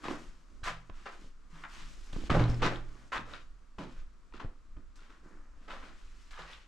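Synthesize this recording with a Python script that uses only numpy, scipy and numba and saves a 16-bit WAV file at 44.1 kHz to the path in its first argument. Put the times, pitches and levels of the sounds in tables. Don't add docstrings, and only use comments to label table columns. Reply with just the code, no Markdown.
import sys
import numpy as np
from scipy import signal
from scipy.fft import rfft, irfft, next_fast_len
from scipy.io import wavfile
from scipy.ndimage import uniform_filter1d
from numba import njit

SR = 44100
rng = np.random.default_rng(int(sys.argv[2]) if len(sys.argv) > 2 else 0)


def put_to_file(sound):
    columns = np.atleast_2d(sound).T
    safe = np.clip(columns, -1, 1)
    whole_steps = np.round(safe * 32767)
    wavfile.write(sys.argv[1], SR, whole_steps.astype(np.int16))


N = 294147
SIDES = np.array([[1], [-1]])


def undb(db):
    return 10 ** (np.asarray(db) / 20)


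def unit(x):
    return x / np.sqrt(np.mean(x ** 2))


def colour(x, points):
    hz, db = np.transpose(points)
    size = next_fast_len(N)
    bin_hz = np.arange(size // 2 + 1) * SR / size
    gain = undb(np.interp(np.log(bin_hz + 1), np.log(hz), db))
    return irfft(rfft(x, size) * gain, size)[..., :N]


@njit
def knocks(length, start, pole, size):
    out = np.zeros(length)
    for k in range(len(start)):
        z, i = 1 + 0j, start[k]
        while abs(z) > 1e-3 and i < length:
            out[i] += size[k] * z.imag
            z *= pole[k]
            i += 1
    return out


def ring(s, hz, t60, size):
    turn = 2j * np.pi * np.clip(hz, 20, SR / 2.2) / SR
    fade = np.log(1000) / (np.maximum(t60, 1e-4) * SR)
    return knocks(N, (s * SR).astype(np.int64), np.exp(turn - fade), size)


def walk(rate):
    k = int(SR / rate)
    steps = np.repeat(rng.standard_normal(N // k + 1), k)
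    return 1.3 * uniform_filter1d(uniform_filter1d(steps, k), k)[:N]


# (f/Hz, level/dB)
HISS_TONE = [(59, -36), (100, -6), (257, 1), (375, -7), (831, -14), (1090, -6), (1290, -5), (1660, -12),
             (2230, -16), (3610, -21), (4350, -20), (7510, -23), (9860, -33), (11200, -40), (15000, -49)]


def hiss():
    mid, side = colour(rng.standard_normal((2, N)), HISS_TONE)
    level_db = -69.5 + 1.5 * walk(3)
    return unit(mid + .5 * side * SIDES) * undb(level_db)


# (t/s, level/dB)
RUMBLE_LEVEL = [(0.0, -45.5), (0.28, -37), (0.41, -50), (0.67, -36.5), (0.82, -47.5), (0.98, -38.5),
                (1.1, -44), (1.7, -48), (1.84, -38), (2.07, -39.5), (2.17, -27), (2.24, -34.5), (2.43, -25),
                (2.7, -31.5), (3.1, -47), (3.3, -39), (3.7, -48.5), (4.03, -38), (4.14, -51), (4.4, -45),
                (4.46, -30), (4.53, -48.5), (4.77, -39.5), (5.05, -47.5), (5.7, -42.5), (6.67, -44)]


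def rumble():
    low = signal.butter(5, 51.9, fs=SR, output="sos")
    tone = [(6, -12.5), (18, 7.5), (30, -6.5), (45, -7.0), (70, -9.5)]  # (f/Hz, level/dB)
    mid, side = signal.sosfilt(low, colour(rng.standard_normal((2, N)), tone))
    s, db = np.transpose(RUMBLE_LEVEL)
    level_db = np.interp(np.arange(N) / SR, s, db)
    return unit(mid + .24 * side * SIDES) * undb(level_db)


# (f/Hz, time to fade by 60 dB/s)
PASSAGE_NOTES = [(118, 0.8), (164, 0.6)]
# (t/s, low note level/dB, upper note against it/dB)
BOOM_BLOWS = [(0.084, -58, 14), (0.699, -47, 2), (1.525, -67, 20), (1.816, -63, 11), (2.297, -27.5, 0),
              (2.348, -26, 8), (2.399, -19.5, -11), (2.625, -30, -3.5), (3.171, -45, -20),
              (3.789, -48.5, 2), (4.443, -61, -3), (6.389, -66, 14.5)]


def booms():
    s, low_db, upper_db = np.transpose(BOOM_BLOWS)
    air = 0
    for (hz, t60), db in zip(PASSAGE_NOTES, (low_db, low_db + upper_db)):
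        air = air + ring(s, hz + 0 * s, t60 + 0 * s, undb(db))
    return signal.sosfilt(signal.butter(2, [95, 200], "band", fs=SR, output="sos"), air)


# (t/s, level/dB, push length/s, tick against the push/dB)
CAMERA_BUMPS = [(0.086, -44.5, 0.0104, 27.5), (0.63, -30.5, 0.0064, -15), (0.897, -33, 0.0062, -0.5),
                (1.244, -41, 0.0039, -3), (2.131, -30, 0.0041, -13), (2.165, -20, 0.003, -16),
                (2.238, -25, 0.01, -3), (2.301, -12.5, 0.0076, -17), (2.346, -22, 0.012, -6),
                (2.382, -14, 0.011, -17.5), (2.399, -13, 0.0097, -6), (2.436, -15, 0.011, -12),
                (2.494, -10.5, 0.009, -23.5), (2.541, -23, 0.009, -8), (2.624, -23.5, 0.0073, 5),
                (3.124, -49, 0.01, 5), (3.164, -30.5, 0.015, 6), (3.783, -32.5, 0.013, 1),
                (4.405, -44, 0.012, -7), (4.447, -21, 0.0047, -9), (4.768, -29.5, 0.011, -32),
                (4.789, -36, 0.009, -27)]


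def bumps():
    s, db, push, tick_db = np.transpose(CAMERA_BUMPS)
    body = ring(s, 1 / (2 * np.maximum(push, .002)), 6.3 * push, undb(db))
    tick = ring(s, 420 + 0 * s, 0.0056 + 0 * s, undb(db + tick_db))
    return body + uniform_filter1d(tick, size=24)


def walls(x):
    t60_s, echo_db, dull_hz = 0.31, -12.5, 3640
    t = np.arange(SR // 2) / SR
    fade = np.exp(-np.log(1000) * t / t60_s) * (t > .004)
    mid, side = rng.standard_normal((2, len(t))) * fade
    side = signal.sosfilt(signal.butter(1, 900, "high", fs=SR, output="sos"), side)
    both = mid + 0.61 * side * SIDES
    tail = signal.sosfilt(signal.butter(1, dull_hz, fs=SR, output="sos"), both)
    tail = tail / np.sqrt(np.sum(tail ** 2) / 2)
    return undb(echo_db) * signal.fftconvolve(x, tail, axes=1)[:, :N]


# (t/s, level/dB, f/Hz, left minus right/dB, time to fade by 60 dB/s)
FLYING_CHIPS = [(0.6557, -40, 3970, 0.5, 0.007), (0.8969, -54, 3360, 4, 0.0064),
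                (1.5569, -52, 3570, -2, 0.007), (1.699, -51, 5120, 0.5, 0.007),
                (2.131, -37.5, 3360, 0.5, 0.0049), (2.2634, -46, 3380, -1, 0.007),
                (2.4402, -31.5, 3950, 2, 0.007), (2.4996, -40, 5230, 1, 0.014),
                (2.5174, -42, 5200, 1.0, 0.007), (2.5444, -42, 5200, 0.0, 0.011),
                (2.7594, -33.5, 3400, 3, 0.0052), (3.1802, -31, 3480, 2, 0.0072),
                (3.3366, -35.5, 3780, 4, 0.0088), (4.958, -55, 4010, -2, 0.0076),
                (5.0055, -54, 4350, 1.5, 0.007), (6.3093, -48, 4070, 0.0, 0.0088),
                (6.4206, -40.5, 3970, 2.5, 0.0077), (6.5335, -38, 3550, 2, 0.0074)]


def chips():
    s, db, hz, pan_db, t60 = np.transpose(FLYING_CHIPS)
    return np.array([ring(s, hz, t60, undb(db + side * pan_db / 2 - 5.0)) for side in (1, -1)])


# (t/s, level/dB, f/Hz, left minus right/dB, time to fade by 60 dB/s)
STONE_CRACKS = [(0.035, -47, 1183, -1, 0.017), (0.042, -37.5, 1234, 0.5, 0.044),
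                (0.084, -23, 1000, 0.5, 0.015), (0.11, -34, 1135, -3, 0.03), (0.618, -50, 501, -3.0, 0.011),
                (0.634, -40, 1600, -6, 0.038), (0.675, -34, 998, -0.5, 0.087),
                (0.899, -40.5, 1030, -15, 0.01), (0.942, -55, 1360, 0, 0.03),
                (1.061, -40.5, 970, 2.0, 0.036), (1.554, -51, 940, 0.5, 0.034),
                (1.639, -38.5, 1440, 2, 0.023), (1.651, -42, 1420, 2.5, 0.047),
                (2.133, -39.5, 681, -19, 0.0086), (2.161, -38, 495, -20, 0.012),
                (2.302, -24, 1243, 4, 0.036), (2.348, -18, 580, 0.5, 0.076), (2.397, -22.5, 846, -3, 0.03),
                (2.537, -40, 770, -11, 0.03), (2.621, -28, 900, 3, 0.021), (2.63, -18.5, 500, 1.0, 0.044),
                (2.953, -54, 1150, 2.0, 0.047), (3.129, -34, 1060, 6, 0.11), (3.178, -37, 1160, -7, 0.029),
                (3.284, -49, 1210, 2.5, 0.033), (3.337, -39.5, 1390, 4, 0.035),
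                (3.786, -36.5, 1010, 5, 0.024), (4.325, -48, 950, 5, 0.033), (4.339, -46.5, 1380, 0, 0.035),
                (4.4, -35.5, 1000, 4, 0.025), (4.769, -55, 1240, 0.5, 0.038), (4.992, -51.5, 1390, 3, 0.03),
                (5.104, -53, 1360, 0.5, 0.028), (5.684, -44, 1230, -4, 0.03), (5.706, -39, 1476, -6, 0.036),
                (5.828, -44, 1040, 4, 0.024), (6.341, -47, 1655, -5, 0.039), (6.377, -42, 1190, -8, 0.03),
                (6.396, -49, 1430, 2.0, 0.03)]


def cracks():
    s, db, hz, pan_db, t60 = np.transpose(STONE_CRACKS)
    sides = []
    for side in (1, -1):
        size = undb(db + side * pan_db / 2 - 4.5)
        main = ring(s, hz, t60, size)
        second = ring(s, 2.0 * hz, .5 * t60, 0.34 * size)
        third = ring(s, 2.5 * hz, 0.4 * t60, 0.36 * size)
        sides.append(main + second + third)
    return uniform_filter1d(np.array(sides), size=4)


# (t/s, swell/s, hold/s, basic fade/dB per s, gravel level/dB,
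#  then against gravel: lumps/dB, pebbles/dB, grit/dB, sand/dB)
BOOT_TREADS = [(0.0, .03, .01, 300, -56.5, -4, -3, -9, -10),
               (0.035, 0.0073, 0.047, 194, -45, -1, -2.5, -7.5, -19),
               (0.093, .015, 0.0095, 196, -44.5, 2.5, 2, -12, -15.5),
               (0.177, 0.021, .03, 103, -64, -1.5, 0, -3, -4),
               (0.46, .04, 0.17, 200, -82, 12.5, 3, -8, 1.5),
               (0.636, .003, 0.027, 300, -44, -20, -13, -6, -9.5),
               (0.658, 0.02, 0.0052, 305, -36, -20, -4.5, -7, -25),
               (0.78, .03, 0.1, 200, -69, -5, -2, -16, -10),
               (0.894, .005, .002, 1200, -58.5, 8, 1.5, -15, -25),
               (0.92, 0.037, 0.19, 300, -63.5, -8, -20, -5, -10.5),
               (1.056, 0.0077, 0.0047, 326, -42, -28, -0.5, -11.5, -31),
               (1.109, 0.017, 0.011, 298, -57.5, -11, 2, -8, -12.5),
               (1.155, 0.057, 0.055, 295, -67.5, 3.5, -6, -1.5, -4),
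               (1.5, 0.067, 0.075, 200, -57.5, -10.5, -20, -11, -13),
               (1.636, .001, .012, 338, -43, -40, -40, -40, -40),
               (1.685, 0.066, 0.067, 123, -56.5, -9, -19, -1, -7),
               (1.853, 0.028, 0.21, 200, -68.5, -1, -3.5, -1, 0.5),
               (2.066, 0.03, 0.023, 202, -66, -1, -5, -5, -7),
               (2.124, 0.0042, 0.15, 801, -59.5, 6, 0, -0.5, -4),
               (2.297, 0.0039, .004, 224, -29.5, -4.5, -1, -13.5, -25.5),
               (2.341, .005, 0.0085, 150, -41, 8.5, 12.5, -8.5, -18),
               (2.393, .004, 0.0037, 139, -41, 5, 8, -5.5, -25),
               (2.481, 0.013, 0.017, 112, -54.5, 12.5, -4, -5, -8),
               (2.594, 0.011, .02, 299, -50, 3, -8, -8.5, -22),
               (2.619, .004, 0.034, 300, -33.5, -7, 1, -4, -32),
               (2.651, 0.011, 0.0037, 360, -30.5, -6, -1.5, -15, -30),
               (2.701, 0.016, 0.0086, 169, -45.5, 1, 4, -10, -19),
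               (2.84, 0.038, 0.19, 198, -65.5, -1, -4, -8.5, -8),
               (3.119, 0.0097, 0.046, 900, -34, -24, -10, -13.5, -27),
               (3.185, 0.01, .004, 400, -45.5, -5.5, -2.5, -20, -21),
               (3.252, 0.059, 0.018, 300, -53.5, -7, 1, -7.5, -14),
               (3.328, .014, .005, 254, -51.5, -8, -8, -2.5, -28),
               (3.387, .02, .02, 240, -66, -5, -10, -18, -10),
               (3.783, .002, 0.049, 247, -53, 6.5, 7, -4, -16.5),
               (3.867, 0.031, 0.1, 245, -64, -3.5, -8, -7, -12),
               (4.335, .003, 0.038, 400, -59, 3, -5, -3.5, -26),
               (4.396, 0.0057, .004, 330, -47.5, -4.5, 2, -9.5, -30),
               (4.427, 0.011, 0.0066, 304, -66, 11.5, 14, -13, -24),
               (4.763, 0.0044, .004, 350, -62.5, 7, -4, -29, -34),
               (4.956, .001, .005, 300, -69, -7, -10, -1.5, 0),
               (4.97, .01, .02, 200, -67.5, -3, -14, -9, -16),
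               (5.004, 0.017, .01, 140, -61, -14, -15, -7.5, -16),
               (5.09, 0.011, .005, 117, -60, -3.5, -12, -10, -17.5),
               (5.225, .02, 0.044, 29, -64, 0.5, -4, -28, -14.5),
               (5.55, 0.11, 0.022, 197, -68.5, -0.5, 0, -7, -11),
               (5.678, .004, 0.0094, 294, -51, -15, 4, -8, -24),
               (5.699, .009, .008, 159, -46.5, -11, -2, -8, -20.5),
               (5.793, 0.044, .01, 115, -52, -8.5, -7, -11, -19),
               (5.94, 0.041, 0.32, 299, -69.5, -7, -18, -3, -4.5),
               (6.307, .001, 0.0092, 300, -53.5, -34, -15, -8, -12),
               (6.32, .01, 0.038, 300, -55.5, -28, -18, -6, -17),
               (6.371, 0.019, .005, 106, -48, -30, -3, -8.5, -19.5),
               (6.458, 0.055, 0.02, 157, -59, -20, -19, 3, -9.5)]
SETTLING = [1.0, 0.89, 1.0, 0.96, 0.71]


def load(k):
    t = np.arange(0, N + 32, 32) / SR
    power = 0
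    for s, swell, hold, fade, db, *sizes_db in BOOT_TREADS:
        swell = max(swell, .001)
        peak_db = db + ([0] + sizes_db)[k]
        rise_db = -9 * np.clip(1 - (t - s) / swell, 0, 1)
        late = np.maximum(t - s - swell - max(hold, 0), 0)
        press = (t >= s) * undb(peak_db + rise_db - fade * SETTLING[k] * late)
        power = power + press ** 2
    return np.interp(np.arange(N) / SR, t, np.sqrt(power))


# (middle f/Hz, pitch spread/octaves, half the swings in a 60 dB fade/cycles, knocks/per s,
#  size scatter/dB, trim/dB, spread of the lift on one side and cut on the other/dB)
STONE_SIZES = [(1407, 0.34, 4.35, 2200, 2, -4, 3), (287.6, 0.29, 3.6, 500, 3, 5, 2),
               (644, 0.45, 1.97, 1200, 2.0, -0.5, 2.0), (2950, 0.43, 1.9, 9000, 2.5, -1.5, 4),
               (6700, 0.34, 3.2, 18000, 2.5, -1, 2)]


def gravel():
    out = 0
    for k, (hz, octaves, cycles, rate, scatter_db, trim_db, spread_db) in enumerate(STONE_SIZES):
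        count = int(rate * N / SR)
        pitch = hz * 2 ** (octaves * rng.standard_normal(count))
        size_db = scatter_db * np.minimum(rng.exponential(size=count), 5)
        size = undb(size_db) * rng.choice([-1, 1], count)
        s = rng.random(count) * N / SR
        pan_db = spread_db * rng.standard_normal(count)
        t60 = 2 * cycles / pitch
        rain = np.array([ring(s, pitch, t60, size * undb(side * pan_db)) for side in (1, -1)])
        contact = int(SR / hz / 5)
        rain = unit(uniform_filter1d(uniform_filter1d(rain, size=contact), size=contact))
        rain = signal.sosfilt(signal.butter(2, 0.5 * hz, "high", fs=SR, output="sos"), rain)
        out = out + rain * load(k) * undb(trim_db + 1.0 * walk(60))
    return out


def scene():
    stones = gravel() + cracks() + chips()
    return stones + walls(stones) + bumps() + booms() + rumble()


# (f/Hz, level/dB)
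MICROPHONE_TONE = [(60, -5), (500, -2.5), (850, 0), (1200, 4), (1800, 4), (3000, 5.5), (5000, 4.5),
                   (7500, 3), (8500, 0), (11000, -5), (15000, -12.5)]
# (f/Hz, left minus right/dB)
LEFT_MINUS_RIGHT = [(60, -1), (110, -0.5), (200, -3), (380, -1), (700, -1.5), (1290, 1.5), (2380, 2),
                    (4400, 0.5), (8120, 1.5), (15000, 10.5)]


def record(dry):
    heard = []
    for x, side in zip(colour(dry, MICROPHONE_TONE) + hiss(), (1, -1)):
        heard.append(colour(x, [(hz, side * db / 2) for hz, db in LEFT_MINUS_RIGHT]))
    return signal.sosfilt(signal.ellip(8, .2, 70, 15300, fs=SR, output="sos"), heard)


dry = scene()
out = record(dry)
put_to_file(out)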